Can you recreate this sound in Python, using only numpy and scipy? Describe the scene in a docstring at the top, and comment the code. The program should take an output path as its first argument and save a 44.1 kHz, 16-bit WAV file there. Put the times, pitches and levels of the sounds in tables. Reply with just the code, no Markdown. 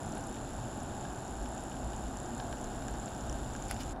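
"""A camera's zoom motor whirrs close by: its steps ring the lens housing, it ticks once a turn,
and now and then its gears catch. Near the end come a sharp click and short scuffs on the camera
body, and the motor stops. Behind it, outdoors at dusk: a steady distant roar, light wind
rumbling on the microphone, and the camera's faint hiss and hum."""
import sys
import numpy as np
from scipy.fft import rfft, irfft, next_fast_len
from scipy.io import wavfile
from scipy.ndimage import map_coordinates

SR = 44100
rng = np.random.default_rng(int(sys.argv[2]) if len(sys.argv) > 2 else 0)


def dump(signal):
    """Clip the signal to [-1, 1] and save it as 16-bit WAV at the path in sys.argv[1]."""
    limited = np.clip(np.atleast_2d(signal).T, -1, 1)
    pcm = np.round(limited * 32767).astype(np.int16)
    wavfile.write(sys.argv[1], SR, pcm)


N = 176400
TIME_S = np.arange(N) / SR


def amp(db):
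    """Decibels to gain."""
    return 10 ** (np.asarray(db) / 20)


def unit(x):
    """Scale to rms 1."""
    return x / np.sqrt(np.mean(x ** 2) + 1e-20)


def envelope(rows):
    """Gain per sample from (time_s, level_db) rows."""
    return amp(np.interp(TIME_S, *np.transpose(rows)))


def wobble(rate_hz):
    """Smooth random curve."""
    return map_coordinates(rng.standard_normal(int(N * rate_hz / SR) + 4), [TIME_S * rate_hz])


def coloured(x, spectrum):
    """Minimum-phase, unit-energy filter from (freq_hz, gain_db) rows; 48 dB/octave skirts."""
    size = 2 * next_fast_len(N // 2 + SR // 4)
    freq_hz, gain_db = np.transpose(spectrum)
    octave, knots = np.log2(np.fft.rfftfreq(size, 1 / SR) + 1), np.log2(freq_hz)
    outside = np.abs(octave - np.clip(octave, knots[0], knots[-1]))
    gain = amp(np.maximum(np.interp(octave, knots, gain_db) - 48 * outside, -120))
    cepstrum = irfft(np.log(unit(gain)), size)
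    cepstrum[1:size // 2] *= 2
    cepstrum[size // 2 + 1:] = 0
    return irfft(rfft(x, size) * np.exp(rfft(cepstrum)), size)[:N]


def noise(spectrum):
    """Coloured noise, rms 1."""
    return unit(coloured(rng.standard_normal(N), spectrum))


def strikes(hits, modes, rise_s=.0001, scatter_db=1):
    """Each hit rings the decaying modes in a slightly new mix."""
    t, out = np.arange(SR // 20) / SR, np.zeros(N + SR)
    pitch_hz, mode_db, t60_s = np.transpose(modes)[:, :, None]
    for start_s, level_db in hits:
        mix, phase = rng.standard_normal((2, len(pitch_hz), 1))
        decay = amp(level_db + mode_db + scatter_db * mix - 60 * t / t60_s)
        ring = decay * np.sin(2 * np.pi * (pitch_hz * t + phase))
        out[round(start_s * SR):][:len(t)] += ring.sum(0) * (1 - np.exp(-t / rise_s))
    return out[:N]


# Roar and bass spectra: freq_hz, gain_db
ROAR_SPECTRUM = [(185, -8), (210, 0), (265, -1), (320, -4), (365, -5), (440, -11.5), (560, -9), (680, -5),
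                 (820, -4.5), (1000, -13.5), (1200, -16), (1550, -16.5), (1800, -23), (2100, -34),
                 (2600, -38)]
BASS_SPECTRUM = [(70, -3.5), (90, 0.5), (125, -0.5), (160, -2.5), (180, -7)]
# Roar and bass envelopes: time_s, level_db
ROAR_ENVELOPE = [(0, -41.5), (.5, -42.5), (1.1, -42.5), (2.2, -42.3), (2.4, -41.5), (2.75, -42.5),
                 (2.95, -41), (3.15, -42.5), (3.35, -42), (3.6, -43), (4, -43)]
BASS_ENVELOPE = [(0, -41), (.3, -50), (.55, -45), (1.1, -46.5), (1.3, -50), (1.6, -50.5), (1.75, -46),
                 (2.2, -50.5), (2.4, -47.5), (2.8, -49.5), (3.35, -45), (3.6, -48.5), (3.8, -44.5),
                 (4, -52.5)]


def distant_roar():
    """The far roar wavers slightly, its bass more."""
    roar = envelope(ROAR_ENVELOPE) * noise(ROAR_SPECTRUM)
    bass = envelope(BASS_ENVELOPE) * noise(BASS_SPECTRUM)
    return roar + bass


# Wind rumble and draught spectra: freq_hz, gain_db
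RUMBLE_SPECTRUM = [(36, -1), (44, 0.5), (57, 5), (66, 2.5), (78, -15.5), (110, -21)]
DRAUGHT_SPECTRUM = [(14, 1), (24, 8), (32, 3), (60, -7.5)]
# Gusts: time_s, level_db
RUMBLE_ENVELOPE = [(0, -46), (.1, -50), (.42, -51), (.57, -46), (.75, -55), (.95, -55), (1.08, -45.5),
                   (1.2, -52), (1.41, -39.5), (1.55, -49.5), (2.08, -42.5), (2.27, -54), (2.42, -42),
                   (2.66, -42.5), (2.8, -46), (2.95, -42), (3.1, -56), (3.3, -41), (3.44, -42.5),
                   (3.52, -44), (3.64, -41.5), (3.75, -44.5), (4, -45.5)]


def wind(draught_db=-55):
    """Air on the microphone: a rumble swells and sinks over a slow draught."""
    rumble = envelope(RUMBLE_ENVELOPE) * noise(RUMBLE_SPECTRUM)
    return rumble + amp(draught_db) * noise(DRAUGHT_SPECTRUM)


# Hum lines: pitch_hz, rms_db
HUM_LINES = [(121.7, -56), (1501, -70), (1600.5, -69), (3708.5, -76.5), (4108, -80)]
# Microphone hiss: freq_hz, gain_db
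HISS_SPECTRUM = [(1000, -5.5), (2000, -4), (3600, 2.5), (5000, -2.5), (8000, -6.5), (11000, -6),
                 (15500, -30)]


def camera_floor(drift_rad=.96, hiss_db=-69.5):
    """Microphone hiss and faint, slightly unsteady hum."""
    hum = sum(np.sqrt(2) * amp(rms_db) * np.sin(2 * np.pi * hz * TIME_S + drift_rad * wobble(5.29))
              for hz, rms_db in HUM_LINES)
    return hum + amp(hiss_db) * noise(HISS_SPECTRUM)


# Click on the body: start_s, level_db
CLICK_HITS = [(3.7114, -22)]
# Its ring: pitch_hz, gain_db, t60_s
CLICK_MODES = [(1520, -6.5, .013), (1950, -11.5, .012), (2500, -19, .009), (3200, -17, .007),
               (5300, -6, .005), (6000, -8, .004), (7200, -12, .004), (9500, -7, .003), (10300, -2, .007),
               (11500, -12, .003), (13100, -16, .003)]
# Scuffs on the body: centre_s, half_length_s, level_db
SCUFF_STROKES = [(3.713, 0.021, -47.5), (3.811, 0.015, -46.5)]
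# Their friction noise: freq_hz, gain_db
SCUFF_SPECTRUM = [(1200, 0), (2000, 1), (3000, 5), (4000, 0), (5200, 5), (7000, -7), (10000, -7.5),
                  (15500, -16)]


def body_contact():
    """A bright click and two soft scuffs on the camera body."""
    rub = sum(amp(level_db) * np.exp(-((TIME_S - centre_s) / half_s) ** 2)
              for centre_s, half_s, level_db in SCUFF_STROKES)
    return strikes(CLICK_HITS, CLICK_MODES) + rub * noise(SCUFF_SPECTRUM)


# Gear catches: start_s, snap_db, knock_db
CATCH_HITS = [(0.172, -44, -49), (0.347, -46, -58), (0.367, -46, -57), (1.0515, -45.5, -43),
              (1.4585, -43.5, -50), (1.718, -46, -54), (1.7674, -49, -51), (1.9335, -46, -56),
              (2.4, -38, -42), (2.5272, -42, -44), (2.8232, -47, -55), (2.8831, -45, -45),
              (3.0796, -45, -51), (3.551, -44, -42.5), (3.7644, -43, -52), (3.962, -54, -66)]
# Tooth snap and woody case knock: pitch_hz, gain_db, t60_s
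TOOTH_MODES = [(2420, -5, 0.013), (2890, -7, .016), (3050, -4, 0.014), (3700, -5.5, 0.017),
               (4180, -6.5, 0.0098), (5540, 0, .006)]
CASE_MODES = [(1280, -7, .018), (1614, 4, 0.032), (1750, -9, .016)]


def gear_catches():
    """Catching teeth snap and knock the case."""
    start_s, snap_db, knock_db = np.transpose(CATCH_HITS)
    return strikes(zip(start_s, snap_db), TOOTH_MODES) + strikes(zip(start_s, knock_db), CASE_MODES)


MOTOR_STOP_S = 3.938
# Tick ring, duller as the lens travels out: pitch_hz, start_db, stop_db
TICK_RING = [(3030, -16, -4), (5780, -.5, 0.5), (6360, 3, -6), (7050, 2, 1.5), (8620, -8.5, -2),
             (9650, -1.5, 0.5), (10470, 3, -5)]
# Loud ticks: time_s, low_db, middle_db, high_db
LOUD_TICKS = [(0.1223, -44, -46, -50), (0.1523, -47, -60, -49), (0.1807, -60, -60, -44),
              (0.2103, -45, -60, -50), (0.2404, -47, -60, -56), (0.2704, -59, -60, -43),
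              (0.297, -60, -50, -49), (0.3277, -51, -60, -51), (0.3576, -50, -60, -53),
              (0.7744, -60, -60, -49), (0.804, -47, -60, -55), (0.8337, -60, -60, -46),
              (1.0114, -60, -41, -52), (1.2798, -48, -60, -52), (1.4897, -55, -60, -48),
              (1.5197, -53, -50, -46), (1.5496, -60, -60, -48), (1.5795, -52, -43, -54),
              (1.6382, -60, -50, -44), (1.6979, -60, -45, -50), (1.9341, -58, -50, -50),
              (1.9645, -57, -42, -49), (2.1718, -50, -40, -48), (2.2019, -54, -46, -46),
              (2.2316, -60, -60, -46), (2.2616, -47, -42, -52), (2.3502, -60, -41, -49),
              (2.3804, -58, -41, -48), (2.6131, -51, -44, -49), (2.6433, -48, -41, -50),
              (2.8829, -48, -41, -48), (2.9112, -60, -60, -46), (2.9996, -60, -40, -52),
              (3.0595, -58, -38, -49), (3.1492, -48, -48, -50), (3.2095, -48, -41, -55),
              (3.2977, -38, -45, -46), (3.3276, -43, -37, -46), (3.5364, -50, -40, -50),
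              (3.5641, -47, -41, -50), (3.6243, -46, -37, -55), (3.6543, -47, -45, -54),
              (3.6842, -57, -41, -45), (3.7441, -56, -39, -50), (3.8344, -47, -43, -51),
              (3.8946, -54, -39, -56)]


def turn_ticks(turns, length_s=.003, spread_db=2, scatter_db=1.2, detune_ratio=.015):
    """A rough spot scrapes the housing once a turn: mostly softly, at times loudly."""
    bands_hz, soft_db = [6000, 7000, 8700], np.array([-57, -58, -54])
    t = np.arange(int(length_s * SR)) / SR
    pitch_hz, start_db, stop_db = np.transpose(TICK_RING)[:, :, None]
    loud_db = {round(np.interp(time_s, TIME_S, turns)): dbs for time_s, *dbs in LOUD_TICKS}
    out = np.zeros(N + len(t))
    for turn in range(1, int(turns[-1])):
        time_s = np.interp(turn, turns, TIME_S)
        mix, detune, phase = rng.standard_normal((3, len(pitch_hz), 1))
        bands_db = loud_db.get(turn, soft_db + spread_db * rng.standard_normal())
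        travel_db = start_db + (stop_db - start_db) * time_s / MOTOR_STOP_S
        gain = amp(np.interp(pitch_hz, bands_hz, bands_db) + travel_db + scatter_db * mix)
        ring = gain * np.sin(2 * np.pi * (pitch_hz * (1 + detune_ratio * detune) * t + phase))
        out[int((time_s - length_s / 2) * SR):][:len(t)] += ring.sum(0) * np.hanning(len(t))
    return out[:N]


def motor_turns(turn_hz=33.66):
    """Turns so far: a nearly even pace, each loud tick on a whole turn."""
    tick_s = np.transpose(LOUD_TICKS)[0]
    whole_turns = np.cumsum(np.round(np.diff(tick_s, prepend=0) * turn_hz))
    return turn_hz * TIME_S + np.interp(TIME_S, tick_s, whole_turns - turn_hz * tick_s)


# Six steps of one turn: gain_db
STEP_ACCENTS_DB = [-1, 1, -4, 4, -5.5, 0.5]
# Lens housing response: freq_hz, gain_db
HOUSING_SPECTRUM = [(2000, -47), (3000, -19.5), (3700, -5.5), (4400, -15.5), (5300, -18), (6200, -17.5),
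                    (6750, 4), (7250, 10), (7700, 5.5), (8300, -24), (9000, -40), (9650, -36), (10450, -11),
                    (11300, -40), (12800, -38), (14300, -34), (15800, -30)]


def motor_steps(steps, rms_db=-56, jitter_s=.00017, spread_db=.8):
    """Each step knocks the lens housing."""
    count = int(steps[-1])
    jitter, spread = rng.standard_normal((count, 2)).T
    start_s = np.interp(np.arange(count), steps, TIME_S) + jitter_s * jitter
    samples = np.clip(np.round(start_s * SR).astype(int), 0, N - 1)
    sizes = amp(np.resize(STEP_ACCENTS_DB, count) + spread_db * spread)
    return amp(rms_db) * unit(coloured(np.bincount(samples, sizes, N), HOUSING_SPECTRUM))


# Sliding gears and rubbing lens barrel: freq_hz, gain_db
WHIRR_SPECTRUM = [(1700, -7.5), (2400, -1), (2900, 3), (3300, 0.5), (3700, 3), (3900, 3), (4100, 2),
                  (4350, -4.5), (5200, 0), (6200, -7.5), (7200, 7), (8500, -13), (9600, -6), (10400, 2),
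                  (11500, -10.5), (14300, -23), (15500, -30)]
SWISH_SPECTRUM = [(12700, -8), (13400, 0), (14100, 0), (14700, -7)]
# Their envelopes: time_s, level_db
WHIRR_ENVELOPE = [(0, -56.5), (1.5, -57.5), (3.2, -56.5), (3.9, -55.5)]
SWISH_ENVELOPE = [(1.5, -84), (2.4, -75), (3.5, -75), (3.9, -79)]


def zoom_motor(run_down_s=.011, pulse_depth=.5, swish_lag_turns=.4):
    """Gears whirr in time with the steps; each turn brings a tick, then a thin barrel swish."""
    turns = motor_turns()
    steps = turns * len(STEP_ACCENTS_DB)
    knocks = motor_steps(steps)
    step_pulse = 1 + pulse_depth * np.cos(2 * np.pi * steps)
    whirr = envelope(WHIRR_ENVELOPE) * noise(WHIRR_SPECTRUM) * step_pulse
    turn_pulse = np.cos(np.pi * (turns - swish_lag_turns)) ** 2
    swish = envelope(SWISH_ENVELOPE) * noise(SWISH_SPECTRUM) * turn_pulse
    running = np.clip((MOTOR_STOP_S - TIME_S) / run_down_s, 0, 1)
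    return running * (knocks + whirr + swish + turn_ticks(turns))


def scene():
    """Mono sum at the microphone."""
    background = distant_roar() + wind() + camera_floor()
    return (background + zoom_motor() + gear_catches() + body_contact())[None]


# Camera notch filters: centre_hz, half_width_hz
NOTCH_BANDS = [(3930, 95), (7860, 46)]


def record(dry):
    """The camera cuts two narrow notches and everything above its band limit."""
    limit_hz = 15760
    size = next_fast_len(N + SR // 2)
    freq_hz = np.fft.rfftfreq(size, 1 / SR)
    notches = np.prod([1j * (freq_hz - centre_hz) / (half_hz + 1j * (freq_hz - centre_hz))
                       for centre_hz, half_hz in NOTCH_BANDS], axis=0)
    return irfft(rfft(dry, size) * notches * (freq_hz < limit_hz), size)[:, :N]


dry = scene()
out = record(dry)
dump(out)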